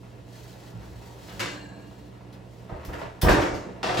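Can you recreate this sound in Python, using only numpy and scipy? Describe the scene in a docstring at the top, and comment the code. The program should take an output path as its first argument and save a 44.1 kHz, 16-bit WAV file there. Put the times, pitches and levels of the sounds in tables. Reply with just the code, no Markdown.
"""A small, hard kitchen, an appliance humming, heard on a stereo microphone pair within reach of the
oven's direct sound. A pot is dragged off the oven rack, rubbing and bumping; the rack clanks and rings on.
The door swings up on scraping hinges and bangs shut, shaking its panels and racks; then the pot lands
on the stove grate. Each blow is a chattering click that sets a body ringing; each scrape is a stream
of tiny slips."""
import sys
import numpy as np
from scipy import signal
from scipy.io import wavfile

SR = 44100
rng = np.random.default_rng(int(sys.argv[2]) if len(sys.argv) > 2 else 0)


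def log_audio(samples):
    """Write samples as a 16-bit WAV file to the path given in sys.argv[1]."""
    # one column per channel
    frames = np.atleast_2d(samples).T
    # limit to full scale, then quantise
    limited = np.clip(frames, -1, 1)
    pcm = np.round(limited * 32767).astype(np.int16)
    wavfile.write(sys.argv[1], SR, pcm)


N = 176400
TIME = np.arange(N) / SR

# Table levels are relative; a decay time is the time to fall 60 dB.
# The microphone pair. Each row: frequency in Hz, likeness of the channels (0-1), left minus right in dB.
MIC_PAIR = [(59, 1, 2.5), (121, 0.88, -5.5), (258, 0.9, -2.5), (440, 0.47, -1.5), (840, 0.061, 0.5),
            (1630, 0.31, 0), (2960, 0.6, 3), (6560, 0.49, 0.6), (11000, 0.018, 0)]
# The appliance's hum. Each row: frequency in Hz, level in dB.
HUM_PARTIALS = [(59.5, -58), (119.6, -49.5), (183, -58), (239, -75), (296, -62.5), (356, -67.5)]
# Noise of the air, the rubbing and the hinges. 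Each row: frequency in Hz, spectral density in dB.
AIR_SPECTRUM = [(25, -43), (55, 2), (100, 0), (200, -3.5), (450, -4.5), (700, -10), (1200, -30),
                (3000, -26), (7000, -35.5), (15000, -44)]
HISS_SPECTRUM = [(500, -56), (1500, 4), (4000, -0.5), (6000, 2), (8000, -12.5), (15000, -6)]
SCRAPE_SPECTRUM = [(100, -4), (180, 6.5), (400, 0.5), (900, -2.5), (2000, -35), (5000, -50)]
HINGE_SPECTRUM = [(80, 12), (250, -1), (480, 6.5), (800, 3), (2000, -4), (3500, -18), (7000, -33.5),
                  (15000, -49)]
# Pot and cloth mitts rubbing. Each row: time in seconds, hiss level in dB, scrape level in dB.
RUB_LEVELS = [(0, -65, -76), (.22, -70, -78.5), (.3, -56.5, -52.5), (.45, -51.5, -61), (.55, -57, -51),
              (.68, -55.5, -65), (.77, -63, -51), (.82, -58, -51), (.98, -59.5, -53), (1.08, -54, -48),
              (1.2, -55, -50.5), (1.37, -49.5, -43.5), (1.5, -59, -54), (1.75, -69, -49), (1.9, -61.5, -59),
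              (2.31, -75, -64), (2.328, -54, -44.5), (2.37, -78, -64), (2.56, -65, -53.5),
              (3.7, -76, -48.5)]
# The hinges' scrape through the swing. Each row: time in seconds, level in dB.
HINGE_LEVELS = [(2.68, -55.5), (2.78, -45), (2.87, -46.5), (2.91, -40.5), (2.945, -36), (3.02, -34.5),
                (3.07, -44), (3.13, -53), (3.22, -48)]

# Soft shoves on the cabinet from pot or door. Each row: start in seconds, level in dB, length in seconds.
CABINET_SHOVES = [(0.739, -50, 0.0032), (2.722, -33, 0.0032), (2.748, -35.5, 0.0068),
                  (2.878, -26.5, 0.0094), (2.972, -39, 0.0048), (3.231, -15, 0.0042), (3.25, -12.5, 0.014),
                  (3.27, -20, 0.0036), (3.299, -11.5, 0.01), (3.324, -30, 0.0045), (3.397, -34, 0.007),
                  (3.527, -33, 0.0074), (3.884, -37, 0.0037), (3.943, -42, 0.0056), (3.990, -32, 0.0051)]
# Soft bumps of the sliding pot. 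Each row: start in seconds, level in dB, contact brightness in Hz.
POT_BUMPS = [(.738, -30, 127), (.915, -37.5, 110), (1.222, -44, 305), (1.358, -37, 300)]
# Hard blows. Each row: start in seconds, level in dB, contact brightness in Hz, chatter fade in seconds.
POT_ON_RACK = [(.812, -43, 1410, .014), (1.282, -42, 4500, 0.037), (1.395, -28.5, 15000, 0.0056),
               (1.402, -27.5, 13900, .004), (1.416, -33.5, 6940, 0.0089), (1.457, -33, 6500, 0.0054),
               (1.515, -38, 2500, 0.019)]
POT_ON_GRATE = [(3.8305, -26, 10200, 0.0017), (3.843, -34, 9100, .012), (3.86, -31, 8000, .012),
                (3.888, -27, 4400, 0.0079), (3.912, -31.5, 2500, 0.0099), (3.943, -32.5, 15000, .004),
                (3.972, -25, 13000, .004), (3.98, -29, 11000, .005), (3.993, -24, 3000, 0.0066)]
CATCH_CLICKS = [(2.85, -43, 14600, 0.0016), (2.933, -46, 10000, .003), (2.985, -44.5, 8000, .03),
                (3.2145, -33.5, 14200, 0.0027), (3.218, -24.5, 13500, 0.0024), (3.29, -25.5, 9300, 0.028),
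                (3.408, -44, 13000, .02), (3.542, -36.5, 6400, 0.017)]
DOOR_KNOCKS = [(2.693, -39, 1800, 0.01), (2.716, -37.5, 800, 0.0051), (2.739, -41.5, 1200, .008),
               (2.872, -33, 304, 0.011), (2.889, -39, 1840, 0.0058), (2.934, -36.5, 3020, 0.0086),
               (3.225, -20, 600, 0.011), (3.246, -18, 1330, 0.025), (3.269, -19.5, 1710, 0.0074),
               (3.285, -16.5, 3300, 0.0029), (3.294, -18, 3900, 0.0065), (3.307, -21.5, 3900, 0.015),
               (3.32, -25, 464, 0.0027), (3.367, -20.5, 1300, 0.009), (3.384, -24.5, 2460, 0.0088),
               (3.418, -24, 3670, 0.0088), (3.455, -35, 2480, 0.0041), (3.48, -36.5, 2400, 0.0054),
               (3.525, -29.5, 870, 0.01), (3.66, -26.5, 325, 0.0015)]

# The clear modes of each body. Each row: frequency in Hz, level in dB, decay time in seconds.
CABINET_TONES = [(49.3, -6, 0.37), (60, -5, 0.34), (77.8, -4, 0.53), (107, -11, 0.18), (119, 0.5, 0.25),
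                 (160.6, 0, 0.23)]
OVEN_WALL_TONES = [(59.4, -10, 0.72), (84, -4.5, 0.2), (110.5, 3, 0.39), (170.4, -3.5, 0.37)]
RACK_TONES = [(198, -21, 5.6), (292.5, -12.5, 2.7), (312, -14.5, 0.66), (353, -12, 0.92), (1467, -15, 0.42),
              (1557, -17, 0.94), (1639, -14.5, 1.2), (1680, -19, 1.3), (1793, -16, .9), (2040, -10.5, 0.57),
              (2210, -9, 0.39), (2353, -26, 1.8), (2810, -16, 0.83), (2805, -26, 2.3), (3400, -26, 0.39),
              (4020, -27, 1.5), (4215, -25, 1.9), (4470, -29, 1.4), (6830, -20.5, 0.87), (7700, -25, 1.4)]
POT_TONES = [(124.7, -12.5, 0.41), (212, -17, 0.48), (296.5, -12, 0.76), (363, -11.5, 0.95),
             (490, -9, 0.95), (630, -11, 0.33), (720, -9.5, 0.34), (882, -10.5, .48), (1180, -10, .5),
             (1800, -16, .44), (2720, -11.5, 0.25), (2890, -13, 0.2), (3730, -19, .4), (5250, -27, 0.17)]
DOOR_TONES = [(124.5, -10.5, 0.2), (187.7, -11, .3), (299, -9, 0.52), (346, -10.5, 0.38),
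              (491, -13.5, 0.51), (588, -11.5, 0.65), (609, -17, 0.26), (643, -9, 0.22), (746, -8, 0.3),
              (933, -10.5, 0.46), (982, -14, 0.36), (1062, -15, .4), (1186, -19.5, 0.73), (1360, -25, 0.26),
              (1570, -17, 0.36), (1866, -23, 0.33)]
# Each body's dense ring in the room.
# Each row: frequency in Hz, spectral density in dB, decay time in seconds.
RACK_DENSE_RING = [(101, -13, .5), (298, 4, 0.27), (700, -2, 0.85), (1170, 4.5, 0.36), (2020, -1, 0.44),
                   (4020, -4, 0.45), (6900, -11, 0.46), (10900, -21.5, 0.33), (15000, -13, 0.12)]
POT_DENSE_RING = [(60, -2, 0.49), (197, -2.5, 0.73), (640, 5, 0.66), (1310, -.5, 0.58), (2820, -5.5, 0.39),
                  (4940, -11, 0.77), (8000, -23.5, 1), (14700, -28.5, 0.95)]
CATCH_DENSE_RING = [(300, -30, .3), (1480, -1, 0.83), (3000, -4.5, 0.35), (7100, -8, 0.47),
                    (10500, -24.5, 0.12), (14700, 6, 0.31)]
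DOOR_DENSE_RING = [(50, 1.5, 0.46), (150, -5.5, 0.49), (398, 2.5, .6), (850, -2, 0.52), (1600, -4.5, 0.46),
                   (3520, -12.5, 0.42), (7050, -14.5, 0.73), (15000, -19, 0.19)]

AIR_DB, CABINET_DB, RACK_DB, POT_DB, CATCH_DB, DOOR_DB = -49, -1.5, -3.5, -1, -3, -1.5
DIRECT_DB = 16.5  # the direct click against the noise of the ring
CHATTER_PER_S, CHATTER_DB = 1800, -8.5
RUB_GRAINS_PER_S, HINGE_SLIPS_PER_S = 5000, 700
SHIMMER_PER_S = 55  # beating of close modes at 1 kHz, faster higher up
LOW_CUT_HZ, HIGH_CUT_HZ = 36, 16100
BAND_HZ = 22 * 2 ** (np.arange(19) / 2 + 1 / 4)
BAND_EDGES = 2 ** np.array([-1 / 4, 1 / 4])
BAND_FILTERS = [signal.butter(2, hz * BAND_EDGES, "band", fs=SR, output="sos") for hz in BAND_HZ]


def from_db(db):
    """Decibels to gain."""
    return 10 ** (np.asarray(db) / 20)


def rms(x):
    """Root mean square."""
    return np.sqrt(np.mean(x ** 2) + 1e-20)


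def at_hz(rows, hz):
    """The columns of a table at one frequency."""
    row_hz, *columns = np.transpose(rows)
    return [np.interp(np.log(hz), np.log(row_hz), column) for column in columns]


def gains_in_time(rows):
    """The dB columns of a curve as gains per sample."""
    seconds, *columns = np.transpose(rows)
    return [from_db(np.interp(TIME, seconds, column)) for column in columns]


def wander(t, per_s):
    """Slow random complex motion of unit power."""
    knots = np.arange(1500) / per_s
    motion = np.interp(t, knots, rng.standard_normal((len(knots), 2)) @ [1, 1j])
    return motion / rms(np.abs(motion))


def pan(hz):
    """Gain at the left and right microphone for one frequency."""
    return from_db(at_hz(MIC_PAIR, hz)[1] * np.array([[.5], [-.5]]))


def diffuse_bands(size, click=0):
    """Half-octave bands of diffuse noise at the microphones, led by a direct click if one is given."""
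    white = rng.standard_normal((2, 2, size))
    for k, hz in enumerate(BAND_HZ):
        alike = np.clip(at_hz(MIC_PAIR, hz)[0], 0, .995)
        mid, side = white[k % 2]
        pair = np.sqrt((1 + alike) / 2) * mid + np.sqrt((1 - alike) / 2) * side * [[1], [-1]]
        pair[:, 0] += click * (-1) ** k
        yield hz, pan(hz) * signal.sosfilt(BAND_FILTERS[k], pair)


def body_response(ring):
    """One click on a body, heard at the microphones: direct sound, then a dense ring dying by band."""
    t = TIME[:SR // 2]
    out = 0
    for hz, band in diffuse_bands(len(t), click=from_db(DIRECT_DB)):
        db, t60 = at_hz(ring, hz)
        out = out + band * from_db(db - 60 * t / t60)
    return out / rms(out[:, :SR // 40])


def excite(force, response):
    """A force played through a body."""
    return signal.fftconvolve(force[None], response, axes=1)[:, :N]


def friction(gain, spectrum, per_s, uneven_db, t60):
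    """Many small slips of uneven size, each ringing briefly in the room."""
    slips = (rng.random(N) < per_s / SR) * rng.choice([-1, 1], N)
    slips = slips * from_db(uneven_db * np.minimum(rng.exponential(1, N), 4))
    response = body_response([(hz, db, t60) for hz, db in spectrum])
    return excite(gain * slips / rms(slips), response * np.sqrt(2) / np.linalg.norm(response))


def contact(bright_hz, chatter_s):
    """A click and a dying chatter of smaller ones, dulled by the softness of the contact."""
    t = TIME[:SR // 8]
    clicks = (rng.random(len(t)) < CHATTER_PER_S / SR) * rng.choice([-1, 1], len(t))
    force = clicks * from_db(CHATTER_DB) * np.exp(-t / chatter_s)
    force[0] = 1
    softness = signal.butter(2, min(bright_hz, SR * 4 / 9), fs=SR, output="sos")
    return signal.sosfilt(softness, force / np.linalg.norm(force) + 1e-18)


def clatter(blows, ring, spot_count=4):
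    """Blows fall in turn on several spots of a body, each with a dense ring of its own."""
    spots = [body_response(ring) for _ in range(spot_count)]
    out = np.zeros((2, N + SR))
    for k, (start_s, db, bright_hz, chatter_s) in enumerate(blows):
        knock = excite(contact(bright_hz, chatter_s), spots[k % spot_count])
        start = int(start_s * SR)
        out[:, start:start + knock.shape[1]] += from_db(db) * knock
    return out[:, :N]


def ringing_modes(blows, modes, shimmer):
    """Each blow feeds energy into the modes, which shimmer as they die away."""
    start_s, db, bright_hz = np.transpose(blows)[:3]
    onsets = np.minimum((start_s * SR).astype(int), N - 1)
    start, out = onsets.min(), np.zeros((2, N))
    for hz, mode_db, t60 in modes:
        t = TIME[start:onsets.max() + 1 + int(t60 * SR * 2 / 3)]
        feed = np.zeros(len(t))
        feed[onsets - start] = from_db(db + mode_db) ** 2 / (1 + (hz / bright_hz) ** 4)
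        energy = signal.lfilter([1], [1, -from_db(-60 / (t60 * SR)) ** 2], feed)
        swell = np.exp(-hz / SR)  # the tone rises over about one cycle
        envelope = signal.lfilter([1 - swell], [1, -swell], np.sqrt(energy))
        beats = (1 + shimmer * wander(t, SHIMMER_PER_S * np.sqrt(hz / 1000))) / np.hypot(1, shimmer)
        mic_phase = np.arccos(np.clip(at_hz(MIC_PAIR, hz)[0], 0, 1)) * rng.choice([-1, 1])
        tone = envelope * beats * np.exp(2j * np.pi * (hz * t + rng.random()))
        out[:, start:start + len(t)] += pan(hz) * np.real([tone, tone * np.exp(1j * mic_phase)])
    return out


def struck(blows, ring, modes, shimmer):
    """A body under a series of blows: dense clatter plus clear tones."""
    return clatter(blows, ring) + ringing_modes(blows, modes, shimmer)


def room_tone(waver_rad=0.12):
    """A slightly wavering appliance hum over moving air."""
    air = sum(band * from_db(at_hz(AIR_SPECTRUM, hz)[0]) for hz, band in diffuse_bands(N))
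    knots = np.linspace(0, N / SR, 25)
    hum = 0
    for hz, db in HUM_PARTIALS:
        drift = waver_rad * np.interp(TIME, knots, rng.standard_normal(len(knots)))
        hum = hum + pan(hz) * from_db(db) * np.sqrt(2) * np.sin(2 * np.pi * hz * TIME + drift)
    return hum + from_db(AIR_DB) * air / rms(air)


def cabinet_boom():
    """Soft half-sine pushes set the oven's big panels booming."""
    force = 0
    for start_s, db, length_s in CABINET_SHOVES:
        push = np.sin(np.pi * np.clip((TIME - start_s) / length_s, 0, 1))
        force = force + from_db(db) * push * np.pi / (2 * length_s * SR)  # the level sets the impulse
    t = TIME[:SR]
    panels = sum(pan(hz) * from_db(db - 60 * t / t60) * np.sin(2 * np.pi * hz * t)
                 for hz, db, t60 in CABINET_TONES)
    return -from_db(CABINET_DB) * excite(force, panels)


def pot():
    """The pot rubs along the rack, booms the oven's walls, knocks free and lands on the grate."""
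    hiss_gain, scrape_gain = gains_in_time(RUB_LEVELS)
    grip = from_db(1.7 * wander(TIME, per_s=19).real)  # uneven pressure of the hands
    hiss = friction(hiss_gain * grip, HISS_SPECTRUM, RUB_GRAINS_PER_S, uneven_db=6.5, t60=0.15)
    scrape = friction(scrape_gain, SCRAPE_SPECTRUM, RUB_GRAINS_PER_S, uneven_db=3.5, t60=0.27)
    rack = from_db(RACK_DB) * struck(POT_ON_RACK, RACK_DENSE_RING, RACK_TONES, shimmer=1.5)
    walls = ringing_modes(POT_BUMPS, OVEN_WALL_TONES, shimmer=0.81)
    landing = from_db(POT_DB) * struck(POT_ON_GRATE, POT_DENSE_RING, POT_TONES, shimmer=0.56)
    return hiss + scrape + rack + walls + landing


def oven_door():
    """Hinges scrape, small steel catches click, the door bangs shut and its loose parts rattle."""
    hinge_gain, = gains_in_time(HINGE_LEVELS)
    hinges = friction(hinge_gain, HINGE_SPECTRUM, HINGE_SLIPS_PER_S, uneven_db=6.0, t60=0.32)
    catches = from_db(CATCH_DB) * clatter(CATCH_CLICKS, CATCH_DENSE_RING, spot_count=3)
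    bang = from_db(DOOR_DB) * struck(DOOR_KNOCKS, DOOR_DENSE_RING, DOOR_TONES, shimmer=0.58)
    return hinges + catches + bang


def scene():
    """The kitchen as it reaches the microphone pair."""
    return room_tone() + pot() + oven_door() + cabinet_boom()


def record(dry):
    """The deepest bass is rolled off and the top is cut steeply."""
    low_cut = signal.butter(2, LOW_CUT_HZ, "high", fs=SR, output="sos")
    high_cut = signal.ellip(10, .2, 80, HIGH_CUT_HZ, fs=SR, output="sos")
    return signal.sosfilt(high_cut, signal.sosfilt(low_cut, dry))


dry = scene()
out = record(dry)
log_audio(out)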